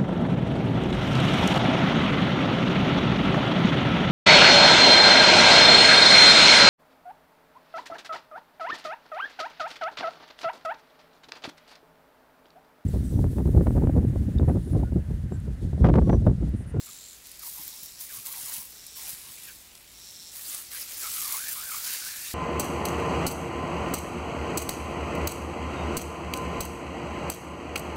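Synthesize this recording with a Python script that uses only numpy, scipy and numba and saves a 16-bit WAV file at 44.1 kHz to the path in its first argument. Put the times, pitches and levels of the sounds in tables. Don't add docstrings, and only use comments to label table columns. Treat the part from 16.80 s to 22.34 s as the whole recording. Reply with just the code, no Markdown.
import sys
import numpy as np
from scipy import signal
from scipy.fft import rfft, irfft, next_fast_len
from scipy.io import wavfile
from scipy.ndimage import uniform_filter1d, map_coordinates
from numba import njit

SR = 44100
rng = np.random.default_rng(int(sys.argv[2]) if len(sys.argv) > 2 else 0)


def digitize_waveform(pressure):
    field = np.atleast_2d(pressure).T
    bounded = np.clip(field, -1, 1)
    quanta = np.round(bounded * 32767).astype(np.int16)
    wavfile.write(sys.argv[1], SR, quanta)


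N = 244314

# (start [s], length [s], relative spatter level [dB], relative splash level round the lips [dB])
SNAPS = [(0.01, 0.12, -51.5, -75), (0.612, 0.083, -40, -64), (0.728, 0.14, -43.5, -59),
         (0.926, 0.12, -48.5, -71), (1.187, 0.03, -39, -55), (1.295, 0.07, -39, -54.5),
         (1.439, 0.33, -38, -53), (1.712, 0.039, -42.5, -56), (2.146, .16, -41.5, -53.5),
         (2.24, .07, -43, -56), (2.362, 0.333, -49, -57), (3.52, 0.27, -42, -53.5),
         (3.652, 0.097, -41, -52), (3.902, .11, -39, -48.5), (4.07, 0.5, -41.5, -48),
         (4.17, 0.41, -36, -52.5), (4.596, 0.54, -38, -49.5), (4.68, 0.018, -33.5, -57),
         (4.898, 0.04, -39, -48), (5.024, .15, -41.5, -47), (5.225, 0.28, -41.5, -49)]
# (start [s], length [s], relative level [dB])
COAT_SWEEPS = [(-.05, 0.4, -55.5), (.42, 0.25, -54), (.6, 0.59, -52), (1.16, .68, -55), (1.85, 0.82, -55.5),
               (2.68, 0.15, -56.5), (3.14, 0.37, -56.5), (3.5, 0.27, -51), (3.82, 0.49, -53.5),
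               (4.2, 0.49, -46), (4.87, 0.097, -45), (5.01, 0.29, -40.5), (5.33, .25, -46.5)]
# (time of widest gape [s], half length [s], relative level [dB],
# cavity pitch at widest gape [Hz])
GULPS = [(.085, .013, -54.5, 1220), (0.626, 0.013, -59, 1320), (.66, .018, -54, 930),
         (.797, 0.023, -52.5, 896), (0.952, 0.033, -62.5, 940), (1.307, 0.0091, -50, 1625),
         (1.359, 0.029, -56, 1110), (1.487, .022, -53.5, 1030), (1.57, 0.025, -52.5, 920),
         (1.685, 0.019, -52.5, 1000), (1.77, 0.047, -54, 980), (2.199, 0.018, -56, 960),
         (2.26, 0.043, -58, 800), (2.475, 0.029, -59.5, 1020), (2.698, 0.017, -52, 1600),
         (3.756, 0.048, -59.5, 1200), (3.953, 0.027, -50.5, 1740), (4.26, 0.023, -43, 1276)]
# (time [s], cavity pitch [Hz], relative level [dB])
DRINK = [(4.35, 1400, -58), (4.382, 1320, -45.5), (4.412, 1220, -50), (4.558, 1030, -42),
         (4.578, 1120, -44), (4.604, 1510, -47.5), (4.694, 1800, -45.5), (4.754, 1190, -56),
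         (4.76, 1210, -44), (4.776, 1230, -47.5), (4.87, 1600, -50), (4.948, 1130, -42.5),
         (5.018, 1550, -54.5), (5.056, 1450, -46.5), (5.148, 1630, -50.5), (5.178, 1430, -52.5),
         (5.304, 1670, -46), (5.54, 1840, -60)]
# (time of peak [s], level [dB], pitch [Hz])
SQUIRTS = [(.933, -50, 3930), (1.55, -53, 1960), (1.765, -45.5, 2700), (2.58, -51, 2410), (2.69, -49, 2550),
           (3.66, -45, 4480), (3.69, -40, 7400), (3.964, -48, 2430), (4.02, -41.5, 5040), (4.15, -43, 5200),
           (4.23, -40, 8000)]
# (time, just ahead of the snap [s], level [dB], pitch [Hz])
DROPS = [(0.4696, -30, 11800), (0.5148, -28, 10700), (0.593, -25, 13200), (0.8783, -20, 14000),
         (1.0319, -22, 14300), (1.2092, -24, 12200), (1.461, -20, 13400), (1.468, -21, 9250),
         (1.7386, -17.5, 10200), (2.066, -26, 11170), (2.2936, -21.5, 11700), (3.5667, -26, 11200),
         (3.7462, -17.5, 8500), (4.5228, -12, 13700), (4.5404, -19, 12300), (4.567, -18, 9150)]
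# (start [s], length [s], relative level [dB], main resonance [Hz], mean click rate [1/s])
BUZZ = [(-.15, .48, -51.5, 7360, 90), (0.719, 0.37, -52.5, 5500, 168), (1.84, 0.42, -50, 5520, 168),
        (3.061, 0.444, -48.5, 5460, 185)]
# (time, just ahead of the thud's peak [s], relative level [dB])
PAWS = [(.085, -56.5), (.79, -55.5), (1.018, -60), (1.378, -57), (1.625, -60), (1.775, -57), (2.319, -58.5),
        (2.49, -61), (2.745, -67), (3.669, -60)]
# (time [s], relative level [dB])
TICKS = [(0.456, -38), (2.903, -48), (2.916, -44), (2.953, -33.5), (2.976, -40)]
# (frequency [Hz], relative level [dB])
SPATTER = [(300, -32), (2000, -26), (3200, -11.5), (4200, -9), (6500, -4), (8500, -1), (10500, 1),
           (12500, 1.5), (14500, 0.5), (15800, 0.5)]
# (frequency [Hz], relative level [dB])
SPLASH = [(80, -11), (250, -11.5), (600, -10.5), (1200, -5), (1800, -1.5), (2300, 0), (3200, 0),
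          (4500, 0.5), (7000, -1.5), (10000, 0.5), (15000, -32)]
# (frequency [Hz], relative level [dB])
FUR = [(500, -30), (2000, -11), (3100, -13), (4200, -2), (5400, -1), (6400, -2), (7700, -4), (9000, -13),
       (11000, -8), (15000, -29)]
# (frequency [Hz], relative level [dB])
GRASS = [(200, -5.5), (700, -3), (1500, -2), (2500, 4.5), (3800, 4.5), (6000, 0), (8000, 5), (10000, -27),
         (15000, -18.5)]
# (frequency [Hz], relative level [dB])
RUMBLE = [(15, -16), (30, -1.5), (55, 1.5), (100, -3), (200, -4.5), (400, -7.5), (800, -10.5), (2000, -16),
          (8000, -41)]

SNAP_ATTACK_S, SNAP_RELEASE_S, SNAP_PUSH_DB = 0.017, 0.059, 3
COAT_ATTACK_S, COAT_RELEASE_S, COAT_GROWTH_DB = 0.035, 0.061, -0.5
BUZZ_ATTACK_S, BUZZ_RELEASE_S, BUZZ_GROWTH_DB = 0.18, 0.023, 3
STRAY_SPATTER_DB, STRAY_SPLASH_DB = -54.5, -65
DRIP_DB, DRIP_S = -9.5, 0.18
OPENING_BEND, CLOSING_BEND = 0.1, 0.028
OPENING_SLOWER = 1.24
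DRINK_DB, DRINK_FADE_S = 0.5, 0.02
UPPER_HZ, MIDDLE_GAPE_HZ = 2220, 1290
UPPER_FOLLOWS = 0.17
BETWEEN_CLICKS = 0.15
TOP_HZ = 15780


def muzzle():
    spatter = coloured(patchy(droplets(rate=5500, scatter_db=4, mist_db=-5), depth_db=2), SPATTER)
    splash = coloured(patchy(droplets(rate=3500, scatter_db=3, mist_db=-5), depth_db=2), SPLASH)
    start, length, spatter_db, splash_db = np.transpose(SNAPS)

    def flow(db, stray_db):
        hit = swells(zip(start, length, db), SNAP_ATTACK_S, SNAP_RELEASE_S, SNAP_PUSH_DB)
        run_off = swells(zip(start, length, db + DRIP_DB), SNAP_ATTACK_S, DRIP_S, SNAP_PUSH_DB)
        return np.sqrt(hit ** 2 + run_off ** 2 + amp(stray_db) ** 2)

    spatter *= amp(1.5) * flow(spatter_db, STRAY_SPATTER_DB) * spurting(rate=130, steady=2.8)
    splash *= amp(5) * flow(splash_db, STRAY_SPLASH_DB) * spurting(rate=90, steady=3.9)
    return spatter + splash


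def coat():
    fur = coloured(patchy(droplets(rate=4000, scatter_db=6.5, mist_db=-3), depth_db=1.5), FUR)
    bounce = coloured(droplets(rate=2100, scatter_db=11, mist_db=-6), SPATTER)
    flutter = amp(0.98 * wobble(150))
    hiss = unit((fur + amp(-0.5) * bounce) * flutter)
    gain = swells(COAT_SWEEPS, COAT_ATTACK_S, COAT_RELEASE_S, COAT_GROWTH_DB)
    return amp(3.5) * gain * hiss


def mouth():
    hz, gain = jaw()
    upper_hz = UPPER_HZ * (hz / MIDDLE_GAPE_HZ) ** UPPER_FOLLOWS
    hz = hz * (1 + 0.022 * wobble(70))
    drumming = droplets(rate=2200, scatter_db=1, mist_db=-1) * spurting(rate=100, steady=2.6)
    cavity = hollow(hollow(drumming, hz, width_hz=120), hz, width_hz=900)
    upper = hollow(hollow(drumming, upper_hz, width_hz=210), upper_hz, width_hz=650)
    return amp(-1) * gain * (cavity + amp(-6) * upper)


def jaw():
    t = np.arange(N) / SR
    drink_hz, drink_db = curves(DRINK)
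    drink_fade = np.clip((t - DRINK[0][0]) / DRINK_FADE_S + 0.5, 1e-6, 1)
    gains = [amp(drink_db + DRINK_DB) * drink_fade]
    pitches = [drink_hz]
    for s, half_length, db, hz in GULPS:
        stretch = np.where(t < s, OPENING_SLOWER, 1)
        u = (t - s) / (half_length * stretch)
        bend = np.where(u < 0, OPENING_BEND, CLOSING_BEND)
        gains.append(amp(db) * np.exp(-u ** 2 / 2))
        pitches.append(hz * (1 + bend * np.minimum(u ** 2, 4)))
    power = np.square(gains)
    return np.average(pitches, axis=0, weights=power), np.sqrt(power.sum(axis=0))


def squirts():
    out, t = np.zeros(N), np.arange(N) / SR
    beads = droplets(rate=7800, scatter_db=-20, mist_db=8)
    for s, db, hz in SQUIRTS:
        burst = np.exp(-((t - s) / 0.011) ** 2)
        pocket = hollow(hollow(beads, hz, width_hz=0.091 * hz), hz, width_hz=0.66 * hz)
        out += amp(db) * burst * pocket
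    return out


def heavy_drops():
    out, t = np.zeros(N + SR), np.arange(SR // 25) / SR
    fizz = coloured(rng.standard_normal(N), [(1000, -38), (4000, -7), (9000, -3.5), (15000, -1.5)])
    for s, db, hz in DROPS:
        start = round((s + 0.0012) * SR)
        snap = np.sin(2 * np.pi * hz * t) * amp(-60 * t / 0.0032)
        spray_fade = 0.1 * amp(-60 * t / 0.0089) + amp(-16 - 60 * t / 0.066)
        spray = fizz[start:][:len(t)] * spray_fade
        out[start:][:len(t)] += amp(db) * (snap + spray)
    return out[:N]


def insect():
    events = [(s, length, db) for s, length, db, _, _ in BUZZ]
    gain = swells(events, BUZZ_ATTACK_S, BUZZ_RELEASE_S, BUZZ_GROWTH_DB)
    edges = [(edge, pitch, per_s) for s, length, _, pitch, per_s in BUZZ for edge in (s, s + length)]
    hz, rate = curves(edges)
    cycle = np.cumsum(rate * (1 + 0.077 * wobble(60)) / SR) % 1
    click_shape = np.exp(-np.pi * cycle) + BETWEEN_CLICKS
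    clicks = click_shape * amp(wobble(120)) * rng.standard_normal(N)
    shrill = hollow(hollow(clicks, hz, width_hz=600), hz, width_hz=1000)
    low = hollow(hollow(clicks, 4130, width_hz=970), 3730, width_hz=1200)
    high = hollow(hollow(clicks, 7330, width_hz=590), 8300, width_hz=1300)
    return gain * unit(shrill + amp(-4) * low + amp(-3.5) * high)


def paws():
    t = np.arange(N) / SR
    weight = sum(amp(db) * np.exp(-((t - s - 0.015) / 0.012) ** 2) for s, db in PAWS)
    thud_colour = [(30, -34), (90, -1.5), (150, 0), (300, -7), (900, -47), (3000, -80)]
    return amp(2) * weight * coloured(rng.standard_normal(N), thud_colour)


def ticks():
    t = np.arange(N) / SR

    def fade(age):
        crack = amp(-60 * np.abs(age) / 0.01)
        rustle = amp(-28 - 60 * np.abs(age) / 0.073)
        return (age >= 0) * (crack + rustle)

    force = sum(amp(db) * fade(t - s) for s, db in TICKS)
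    dry_colour = [(300, -14.5), (1200, -9), (2200, -7), (4000, 4), (8000, 3), (15000, -17)]
    return amp(-5) * force * coloured(rng.standard_normal(N), dry_colour)


def garden():
    grass = coloured(droplets(rate=1800, scatter_db=2.5, mist_db=-1.5), GRASS)
    patter = grass * amp(-57.5 + 0.35 * wobble(7.6))
    rumble = amp(-62.5) * coloured(rng.standard_normal(N), RUMBLE)
    hum = filtered(rng.standard_normal(N), lambda hz: np.exp(-((hz - 58) / 5) ** 2))
    drone = amp(-71.5) * unit(hum)
    return patter + rumble + drone


def droplets(rate, scatter_db, mist_db):
    hits = rng.random(N) < rate / SR
    sizes = amp(scatter_db * np.minimum(rng.standard_normal(N), 2.5))
    impacts = unit(hits * sizes * rng.choice([-1, 1], N))
    return unit(impacts + amp(mist_db) * rng.standard_normal(N))


def spurting(rate, steady):
    slugs = (rng.random(N) < rate / SR) * rng.uniform(0.41, 1, N)

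    def drain(hz):
        return 1j * hz / (1j * hz + 14) / (1 + 2j * np.pi * hz * 0.0062)

    flow = np.maximum(steady + unit(filtered(slugs, drain)), 0.1)
    return unit(np.sqrt(flow) * amp(0.62 * wobble(350)))


def patchy(x, depth_db):
    z = signal.stft(x, nperseg=512)[2]

    def field(bins, frames):
        across_bins = uniform_filter1d(rng.standard_normal(z.shape), bins, axis=0)
        return unit(uniform_filter1d(across_bins, frames, axis=1))

    gain_db = depth_db * (0.7 * field(bins=14, frames=16) + 0.89 * field(bins=3, frames=7))
    return unit(signal.istft(z * amp(gain_db), nperseg=512)[1][:N])


@njit
def resonate(x, angle, radius):
    out = np.zeros(len(x))
    for i in range(2, len(x)):
        feedback = (1 + radius ** 2) * np.cos(angle[i]) * out[i - 1] - radius ** 2 * out[i - 2]
        out[i] = x[i] - x[i - 2] + feedback
    return out


def hollow(x, hz, width_hz):
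    angle = 2 * np.pi * hz / SR * np.ones(N)
    return unit(resonate(x, angle, np.exp(-np.pi * width_hz / SR)))


def swells(rows, attack_s, release_s, growth_db):
    t, power = np.arange(N) / SR, np.zeros(N)
    for start, length, db in rows:
        rise = np.clip((t - start) / attack_s, 0, 1)
        hold_db = db + growth_db * (np.clip((t - start) / length, 0, 1) - 0.5)
        fall = np.exp(-np.maximum(t - start - length, 0) / release_s)
        power += (rise * amp(hold_db) * fall) ** 2
    return np.sqrt(power)


def curves(rows):
    s, *cols = np.transpose(rows)
    return [np.interp(np.arange(N) / SR, s, c) for c in cols]


def wobble(rate):
    knots = rng.standard_normal(int(N * rate / SR) + 4)
    return map_coordinates(knots, [np.arange(N) * rate / SR])


def coloured(x, spectrum):
    f, db = np.transpose(spectrum)
    return unit(filtered(x, lambda hz: amp(np.interp(np.log(hz + 1), np.log(f), db))))


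def filtered(x, response):
    m = next_fast_len(N + 8192)
    return irfft(rfft(x, m) * response(np.fft.rfftfreq(m, 1 / SR)), m)[:N]


def amp(db):
    return 10 ** (np.asarray(db) / 20)


def unit(x):
    return x / np.sqrt(np.mean(x ** 2) + 1e-20)


def scene():
    water = muzzle() + coat() + mouth() + squirts() + heavy_drops()
    return (water + insect() + paws() + ticks() + garden())[None]


def record(dry):
    return filtered(dry[0], lambda hz: hz < TOP_HZ)[None]


dry = scene()
out = record(dry)
digitize_waveform(out)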